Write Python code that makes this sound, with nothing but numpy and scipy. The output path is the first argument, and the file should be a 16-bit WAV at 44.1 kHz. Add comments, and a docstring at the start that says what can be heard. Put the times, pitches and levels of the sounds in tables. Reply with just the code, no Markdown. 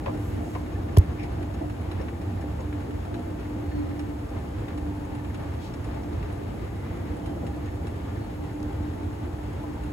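"""Escalator ride in a quiet building

Step rollers rumble in the truss and shake its panels. Two drives hum and beat. Chain links tick
about ten times a second, loose parts rattle and a step clunks now and then. The handrail swishes
and squeaks faintly. After a second the hand-held microphone takes one bump."""
import sys
import numpy as np
from scipy import signal
from scipy.fft import rfft, irfft
from scipy.io import wavfile
from scipy.ndimage import uniform_filter1d

SR = 44100
rng = np.random.default_rng(int(sys.argv[2]) if len(sys.argv) > 2 else 0)


def dump_mix(stems):
    """Bounce the given channels to the path in sys.argv[1] as a 16-bit WAV at rate SR."""
    frames = np.atleast_2d(stems).T  # one column per channel
    limited = np.clip(frames, -1, 1)  # hard clip at full scale
    pcm = np.round(limited * 32767).astype(np.int16)
    wavfile.write(sys.argv[1], SR, pcm)


N = 437472


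def from_db(db):
    """Decibels to gain."""
    return 10 ** (np.asarray(db) / 20)


def unit_rms(x):
    """Each channel scaled to rms 1."""
    return x / np.sqrt(np.mean(x ** 2, axis=-1, keepdims=True) + 1e-20)


def seconds():
    """Time of each sample."""
    return np.arange(N) / SR


def bins_hz():
    """Frequency of each spectral bin."""
    return np.maximum(np.arange(N // 2 + 1) * SR / N, 1)


def over_time(points):
    """Breakpoints joined linearly over time."""
    return np.interp(seconds(), *np.transpose(points))


def over_hz(points):
    """Breakpoints joined linearly over log frequency."""
    hz, value = np.transpose(points)
    return np.interp(np.log(bins_hz()), np.log(hz), value)


def drift(rate_hz):
    """Slow random curve, rms 1."""
    return unit_rms(irfft(rfft(rng.standard_normal(N)) / (1 + (bins_hz() / rate_hz) ** 2), N))


def strikes(times_s, levels_db, t60_s):
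    """Envelope that jumps at each strike and decays."""
    hits = np.zeros(N)
    hits[np.clip(np.asarray(times_s) * SR, 0, N - 1).astype(int)] = from_db(levels_db)
    return signal.lfilter([1], [1, -from_db(-60 / (t60_s * SR))], hits + 1e-18)


def resonance(hz, width_hz):
    """Response of one damped mode, peak 1."""
    f = bins_hz()
    return 1 / (1 + 1j * (f * f - hz * hz) / (f * width_hz))


def modal(modes):
    """Response of parallel modes, each level setting that mode's energy."""
    return sum((-1) ** k * from_db(db) * resonance(hz, width_hz) * np.sqrt(SR / np.pi / width_hz)
               for k, (hz, width_hz, db) in enumerate(modes))


def noise(response):
    """Diffuse noise with the given density per Hz."""
    return in_hall(*(rfft(rng.standard_normal((2, N))) * response * np.sqrt(SR / 2)))


def excite(force, response):
    """Rough contact rings a body; rms follows the force."""
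    contact = rfft(force * rng.standard_normal((2, N)))
    return in_hall(*(contact * response / np.sqrt(np.mean(abs(response) ** 2))))


# Roller spectrum: freq_hz, density_db
ROLLER_SPECTRUM = [(20, -90), (30, -79), (45, -60.5), (62, -52.5), (95, -50.5), (122, -58.5), (160, -64.5),
                   (330, -67), (560, -72), (1000, -78.5), (2000, -86), (3000, -92), (4600, -99),
                   (9000, -116)]
# Rumble weight along the ride: time_s, gain_db
ROLLER_LOAD = [(0, 1), (4.5, 0), (6.3, 0.9), (8.3, 0), (9.9, 1)]
def rollers(gain_db=0.39, flutter_db=0.98):
    """Many rollers on their tracks make a deep, fluttering roar."""
    roar = noise(from_db(over_hz(ROLLER_SPECTRUM)))
    return roar * from_db(gain_db + over_time(ROLLER_LOAD) + flutter_db * drift(8.5))


# Truss and side panel modes: freq_hz, width_hz, level_db
PANEL_MODES = [(94.6, 7.6, -48), (170.55, 4.1, -48), (246, 13, -46.5), (324.5, 46, -46.5),
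               (343.9, 12.7, -45), (391.8, 6.2, -55), (480.5, 26, -53.5), (551.3, 8.1, -57.5),
               (694.5, 35, -50.5), (798.5, 21, -53)]
# Jolt strength along the ride: time_s, gain_db
PANEL_SHAKE = [(0, -2), (1.4, 0.5), (3, 0), (4.5, -0.5), (5.2, -1.6), (7.3, 1), (8.3, -1.5), (9.9, -3)]
def panels(gain_db=-0.5, jolts_per_s=600, spread_db=2.5, tyre_cutoff_hz=2490, roam_db=2.5):
    """Roller jolts, dulled by soft tyres, ring the panels; two sets of modes trade the lead."""
    jolts = (rng.random((2, N)) < jolts_per_s / SR) * rng.standard_normal((2, N))
    jolts = unit_rms(jolts * from_db(spread_db * drift(5.0) + over_time(PANEL_SHAKE)))
    tyre = 1 / (1 + (bins_hz() / tyre_cutoff_hz) ** 4)
    lead_db = roam_db * np.tanh(drift(0.46))
    even = rfft(jolts * from_db(lead_db)) * modal(PANEL_MODES[::2])
    odd = rfft(jolts * from_db(-lead_db)) * modal(PANEL_MODES[1::2])
    return from_db(gain_db) * in_hall(*((even + odd) * tyre))


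# Main gear tone at the top of its swells: time_s, level_db
MAIN_GEAR_LEVEL = [(0, -48), (2.6, -41), (3.8, -35.5), (5.1, -37.5), (6.1, -44), (6.7, -38.5), (7.3, -38),
                   (8.8, -41), (9.9, -45.5)]
# Neighbouring gear tone, loud where the ride passes it: time_s, level_db
SECOND_GEAR_LEVEL = [(.3, -39.5), (1.1, -41.5), (2.6, -47.5), (3.6, -41), (4.3, -62), (8.1, -53.5),
                     (8.7, -39.5), (9.9, -43)]
def drives(pitch_hz=295.7, wander_hz=0.8, beat_hz=4.73, first_beat_s=.173, echo_db=-5,
           swell_period_s=1.2, first_swell_s=.22, flutter_db=3.5, pan_db=-1.5, second_pan_db=0.5):
    """Two gear tones beat; the main one swells as the ride crosses its standing waves."""
    t = seconds()
    turns = np.cumsum(pitch_hz + wander_hz * drift(3.8)) / SR
    echo = from_db(echo_db)
    standing = (1 + echo * np.exp(2j * np.pi * (t - first_swell_s) / swell_period_s)) / (1 + echo)
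    beat = np.exp(2j * np.pi * beat_hz * (t - first_beat_s))   # the second drive runs faster
    sides = np.array([[.5], [-.5]])
    main = standing * from_db(over_time(MAIN_GEAR_LEVEL) + flutter_db * drift(12.5) + pan_db * sides)
    second = beat * from_db(over_time(SECOND_GEAR_LEVEL) + second_pan_db * sides)
    path_rad = 0.56 * np.array([drift(3.8), drift(1.6)])
    return np.sqrt(2) * np.real((main + second) * np.exp(1j * (2 * np.pi * turns + path_rad)))


# Links that snap in hard: start_s, level_db, knock_offset_db, ring_centre_hz
HARD_TICKS = [(1.232, -40, -9, 4300), (1.426, -43.5, 3, 1850), (1.541, -45, -3, 5400),
              (1.697, -46, 4, 2700), (1.81, -48, 3, 1850), (1.914, -42, 3.5, 3900), (2.013, -46, -1, 5400),
              (2.084, -49.5, 11.5, 2700), (2.214, -44, -6, 5400), (2.41, -46, -7, 5370),
              (2.605, -47, 0, 5400), (2.727, -50.5, 10.5, 2400), (2.805, -48, 3, 1850),
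              (2.907, -48, 4, 1850), (3.051, -47.5, 1, 5400), (3.142, -43.5, 3.5, 3920),
              (3.193, -48, -11, 10000), (3.993, -40.5, 0.5, 4760), (4.585, -51, 2, 2700),
              (4.682, -47.5, 10, 1790), (4.776, -42, 0.5, 3930), (5.049, -51, 4, 9930),
              (5.15, -46, 2, 10000), (5.247, -50, 8, 2700), (5.344, -42, -2, 5900), (5.437, -53, 7, 2700),
              (5.538, -47, -1, 5400), (5.738, -42, -1, 4800), (5.843, -42, -3, 6300),
              (5.945, -51, -6, 9200), (6.034, -51, 5, 5360), (6.131, -48, -3, 3900), (6.227, -49, 7, 2700),
              (6.326, -44.5, -8, 9400), (7.259, -40.5, -2, 3900), (7.466, -42.5, 0, 4200),
              (7.659, -51, 7.5, 6740), (7.869, -39.5, -3, 4200), (7.165, -47, -8, 10040),
              (9.835, -45, -5, 9970)]
# Chain lag behind an even pace: time_s, lag_s
LINK_LAG = [(0, .04), (4.6, .04), (5.1, .01), (6.4, .004), (6.85, .05), (7.9, .052), (8.6, .03),
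            (9.9, .054)]
# Track knock spectrum: freq_hz, gain_db
TRACK_SPECTRUM = [(500, 4), (1200, 5.5), (2400, 0.5), (4500, -15.5), (9000, -35)]
# Link modes: freq_hz, width_hz, level_db
LINK_MODES = [(1810, 200, -3), (2280, 150, 0), (2740, 99, 5), (3600, 440, 4.5), (3920, 740, 7),
              (5480, 320, -10), (6640, 150, -3), (8540, 390, 0), (9100, 500, -13), (9920, 230, 2),
              (10800, 400, -6)]
def chain(period_s=.0988, jitter_s=.003, seat_s=.003, soft_db=-51, soft_knock_db=-6, spread_db=1.5,
          snap_gain_db=-9.5, hall_gain_db=-9, knock_gain_db=-0.5, ring_gain_db=-11.5):
    """Each link seats on the sprocket with a snap, a dull knock and a short ring."""
    hard_s, hard_db, hard_knock_db, hard_hz = np.transpose(HARD_TICKS)
    links_s = np.arange(0, N / SR, period_s)
    links_s = links_s + np.interp(links_s, *np.transpose(LINK_LAG))
    is_soft = abs(links_s[:, None] - hard_s).min(axis=1) > period_s / 2
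    late, strength, weight, octaves = rng.standard_normal((len(links_s), 4)).T
    times_s = np.r_[links_s + jitter_s * late, hard_s]
    ticks_db = np.r_[np.where(is_soft, soft_db + spread_db * np.tanh(strength), -np.inf), hard_db]
    knocks_db = ticks_db + np.r_[soft_knock_db + spread_db * np.tanh(weight), hard_knock_db]
    centres_hz = np.r_[np.median(hard_hz) * 2 ** octaves, hard_hz]
    direct = strikes(times_s, ticks_db + snap_gain_db, t60_s=0.049)
    tail = strikes(times_s, ticks_db + snap_gain_db + hall_gain_db, t60_s=0.26)
    snap = excite(uniform_filter1d(direct + tail, int(seat_s * SR)), modal(LINK_MODES))
    knock_force = strikes(times_s, knocks_db + knock_gain_db, t60_s=.085)
    knock = excite(knock_force, from_db(over_hz(TRACK_SPECTRUM)))
    ring = link_ring(times_s, np.maximum(ticks_db, knocks_db) + ring_gain_db, centres_hz)
    return snap + knock + ring


def link_ring(times_s, levels_db, centres_hz, t60_s=.05, detune=.008, spread_db=2.5, db_per_octave=16):
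    """Each link rings slightly detuned, loudest near the pitch its contact favours."""
    link = np.searchsorted(np.sort(times_s), seconds())
    detuned_s = np.cumsum(1 + detune * rng.standard_normal(len(times_s) + 1)[link]) / SR
    out = 0
    for hz, _, _ in LINK_MODES:
        loss_db = db_per_octave * abs(np.log2(hz / centres_hz))
        share_db = spread_db * rng.standard_normal(len(times_s)) - loss_db
        tone = np.sin(2 * np.pi * (hz * detuned_s + rng.random((2, 1))))
        out += strikes(times_s, levels_db + share_db, t60_s) * tone
    return out


# Step knocks: start_s, level_db, centre_hz, spread_octaves, boom_db
STEP_KNOCKS = [(.059, -32.5, 1800, 1, -55), (.065, -28.5, 540, .25, -50), (.077, -32, 1000, 1.2, -45),
               (.549, -33, 1450, 1.1, -38), (1.611, -30.5, 720, .15, -31), (2.0, -36, 550, .8, -30),
               (2.435, -38.5, 640, .6, -37), (2.589, -36.5, 850, .6, -55), (2.884, -44, 430, .5, -33),
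               (3.56, -44, 500, .7, -35), (7.355, -43, 400, .7, -31), (7.435, -39, 520, .7, -35),
               (9.635, -37.5, 720, .5, -40)]
# Step modes: freq_hz, width_hz, level_db
STEP_MODES = [(421, 51, 6), (543, 49, 10.5), (715, 55, 1.5), (850, 160, 0.5), (1006, 89, 4.5),
              (1174, 140, -2), (1500, 370, -6), (2160, 530, -2), (3280, 5000, -4.5)]
def step_clunks(gain_db=3.0, hall_gain_db=-20.5, rise_s=0.00018):
    """A step knocks in its guides: its modes ring, the tread booms, the hall answers."""
    step = modal(STEP_MODES)
    pole = np.exp(-1 / (rise_s * SR))
    ring = 0
    for start_s, db, hz, octaves, _ in STEP_KNOCKS:
        direct = strikes([start_s], db, t60_s=0.09)
        tail = strikes([start_s], db + hall_gain_db, t60_s=0.56)
        force = signal.lfilter([1 - pole], [1, -pole], direct + tail)
        ring += excite(force, step / (1 + (np.log2(bins_hz() / hz) / octaves) ** 2))
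    times_s, *_, booms_db = np.transpose(STEP_KNOCKS)
    boom = excite(strikes(times_s, booms_db, t60_s=0.15), resonance(hz=298, width_hz=160) ** 2)
    return from_db(gain_db) * ring + boom


# Microphone case modes: delay_s, pitch_hz, level_db, t60_s
CASE_RINGS = [(.002, 1040, -22, 0.029), (.0035, 666, -20, 0.021), (.0059, 400, -10, .026)]
# Case clicks: delay_s, level_db, t60_s, centre_hz, width_hz
CASE_SNAPS = [(.0004, -27.5, .02, 2200, 3000), (.0054, -21.5, .007, 3600, 4500),
              (.0054, -21.5, .005, 10800, 5500), (.0175, -16, .004, 11200, 3800),
              (.0177, -24, .005, 4400, 3600)]
def microphone_bump(start_s=.967, left_lag_s=0.00029, click_gain_db=-3.5, thud_db=-3.5,
                    thud_delay_s=0.0038, thud_s=0.035, first_hz=230, last_hz=67.6, glide_s=0.008):
    """The bumped case clicks, rings briefly and gives one thud of falling pitch."""
    since_s = seconds() - start_s - left_lag_s * np.array([[1], [0]])
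    age_s = np.maximum(since_s - thud_delay_s, 0)
    turns = last_hz * age_s + (first_hz - last_hz) * glide_s * (1 - np.exp(-age_s / glide_s))
    swell = np.sin(np.pi * np.minimum(age_s / thud_s, 1) ** 1.02)
    out = from_db(thud_db) * swell * np.cos(2 * np.pi * turns)
    for delay_s, hz, db, t60_s in CASE_RINGS:
        ring_s = np.clip(since_s - delay_s, 0, 2 * t60_s)
        out += np.sin(2 * np.pi * hz * ring_s) * from_db(db - 60 * ring_s / t60_s)
    for delay_s, db, t60_s, hz, width_hz in CASE_SNAPS:
        force = strikes([start_s + delay_s], db + click_gain_db, t60_s)
        out += force.std() * unit_rms(excite(force, resonance(hz, width_hz) ** 2))
    return out


# Motor and gear tones: pitch_hz, width_hz, level_db
MOTOR_TONES = [(100.3, 1.8, -51), (284.3, 6.9, -51.5), (418, 2, -59), (596, 15, -70), (886, 20, -59.5),
               (1184, 12, -64)]
def motor_whines(gain_db=-1.5, waver_db=3.0):
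    """Motors and gears add weaker, unsteady tones."""
    lines = sum(from_db(db) * abs(resonance(hz, width_hz)) ** 2 * np.sqrt(4 / np.pi / width_hz)
                for hz, width_hz, db in MOTOR_TONES)
    return from_db(gain_db + waver_db * drift(1.3)) * noise(lines)


# Rasp along the ride: time_s, level_db
RASP_LEVEL = [(0, -66), (2.4, -57), (3.2, -56), (4.5, -60), (5.1, -48), (5.9, -57), (7.3, -59), (8.6, -55),
              (9.7, -52.5)]
def rough_whine():
    """A narrow rasp, perhaps a worn bearing, swells as the ride passes it."""
    return excite(from_db(over_time(RASP_LEVEL)), resonance(hz=864, width_hz=153) ** 2)


# Steel skirt modes: freq_hz, width_hz, level_db
SKIRT_MODES = [(1174, 76, -3), (1440, 110, -4), (1775, 51, 3), (2080, 76, -0.5), (2250, 120, -2.5),
               (2770, 200, -5), (3830, 880, -4)]
def skirt_rattle(level_db=-49.5, hits_per_s=32, spread_db=12.5, cutoff_hz=4500):
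    """Loose step parts chatter at random against the thin skirts."""
    when, weakness = rng.random((int(hits_per_s * N / SR), 2)).T
    force = strikes(when * N / SR, level_db - spread_db * weakness, t60_s=0.07)
    return excite(force, modal(SKIRT_MODES) / (1 + (bins_hz() / cutoff_hz) ** 2))


# Handrail rubs, plus one short rattle just after the link at 5.34 s: peak_s, length_s, level_db, centre_hz,
# width_hz
RAIL_RUBS = [(0.27, 0.31, -59, 8500, 9000), (0.52, 0.26, -58.5, 7000, 9800), (1.204, .03, -45, 2280, 650),
             (1.236, 0.064, -47, 2160, 650), (1.222, .07, -60, 5100, 800), (2.025, 0.055, -56, 2230, 600),
             (5.354, 0.033, -54, 2800, 1500), (6.9, 0.7, -57.5, 2010, 590), (5.65, 0.1, -52, 3200, 3900)]
# Handrail squeaks: peak_s, length_s, level_db, top_pitch_hz, droop_hz
RAIL_SQUEAKS = [(.28, .13, -67, 11450, 450), (.54, .17, -72, 10550, 250), (3.745, .14, -63, 4325, 8),
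                (7.29, .17, -65, 3110, 10), (8.238, .07, -64, 4335, 15)]
def handrail(waver=0.00197):
    """Rubber swishes along its guide and squeaks where it sticks, pitch arching with pressure."""
    def parabola(peak_s, length_s):
        return np.minimum((2 * (seconds() - peak_s) / length_s) ** 2, 20)

    swish = squeak = 0
    for peak_s, length_s, db, hz, width_hz in RAIL_RUBS:
        force = from_db(db) * np.exp(-parabola(peak_s, length_s))
        swish += excite(force, resonance(hz, width_hz) ** 2)
    unsteady = 1 + waver * drift(25.0)
    for peak_s, length_s, db, hz, droop_hz in RAIL_SQUEAKS:
        fall = parabola(peak_s, length_s)
        turns = np.cumsum((hz - droop_hz * fall) * unsteady) / SR
        squeak += np.sqrt(2) * from_db(db) * np.exp(2j * np.pi * turns - fall)
    return swish + in_hall(rfft(squeak.real), rfft(squeak.imag))


# Double click: start_s, level_db
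CRISP_CLICKS = [(8.602, -51), (8.629, -44)]
def crisp_clicks():
    """Something small and hard, perhaps grit, clicks twice."""
    force = strikes(*np.transpose(CRISP_CLICKS), t60_s=0.013)
    return excite(force, resonance(hz=5140, width_hz=3800) ** 2)


# Noise floor: freq_hz, density_db
HISS_SPECTRUM = [(2000, -108), (5000, -102), (7600, -100.5), (9200, -100), (11000, -101.5), (12800, -104.5),
                 (16000, -107.5)]
def hiss(gain_db=-0.27):
    """Thin, even hiss of hall and microphone."""
    return noise(from_db(over_hz(HISS_SPECTRUM) + gain_db))


# Left-right likeness in the hall: freq_hz, correlation
HALL_CORRELATION = [(60, 0.99), (130, 0.97), (220, 0.88), (370, 0.65), (480, 0.098), (600, -0.4),
                    (900, 0.16), (3000, -0.012), (6000, 0.093)]
def in_hall(mid, side):
    """Two unrelated spectra become diffuse stereo: alike in the bass, apart above."""
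    alike = np.clip(over_hz(HALL_CORRELATION), -.99, .99)
    return irfft(np.sqrt(1 + alike) * mid + np.sqrt(1 - alike) * side * [[1], [-1]], N) / np.sqrt(2)


def scene():
    """The running escalator and the bump."""
    drone = rollers() + hiss() + panels() + drives() + motor_whines()
    impacts = chain() + skirt_rattle() + step_clunks()
    return drone + impacts + rough_whine() + handrail() + crisp_clicks() + microphone_bump()


def record(dry, port_lag_s=0.0002185, crossover_hz=6100, cutoff_hz=15800):
    """Two close ports: mids lean left; in the treble, left is the right side, inverted and late."""
    left, right = rfft(dry)
    shared = 1 / (1 + (crossover_hz / bins_hz()) ** 12)
    late_right = right * np.exp(-2j * np.pi * bins_hz() * port_lag_s)
    left = np.sqrt(1 - shared) * left - np.sqrt(shared) * late_right
    lean_db = over_hz([(100, -1.1), (350, -0.5), (650, 2.5), (1600, 1.0), (3200, 3.0), (7500, -1.0)])
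    out = irfft(np.array([left, right]) * from_db(lean_db * np.array([[.5], [-.5]])), N)
    return signal.sosfilt(signal.butter(24, cutoff_hz, fs=SR, output="sos"), out)


dry = scene()
out = record(dry)
dump_mix(out)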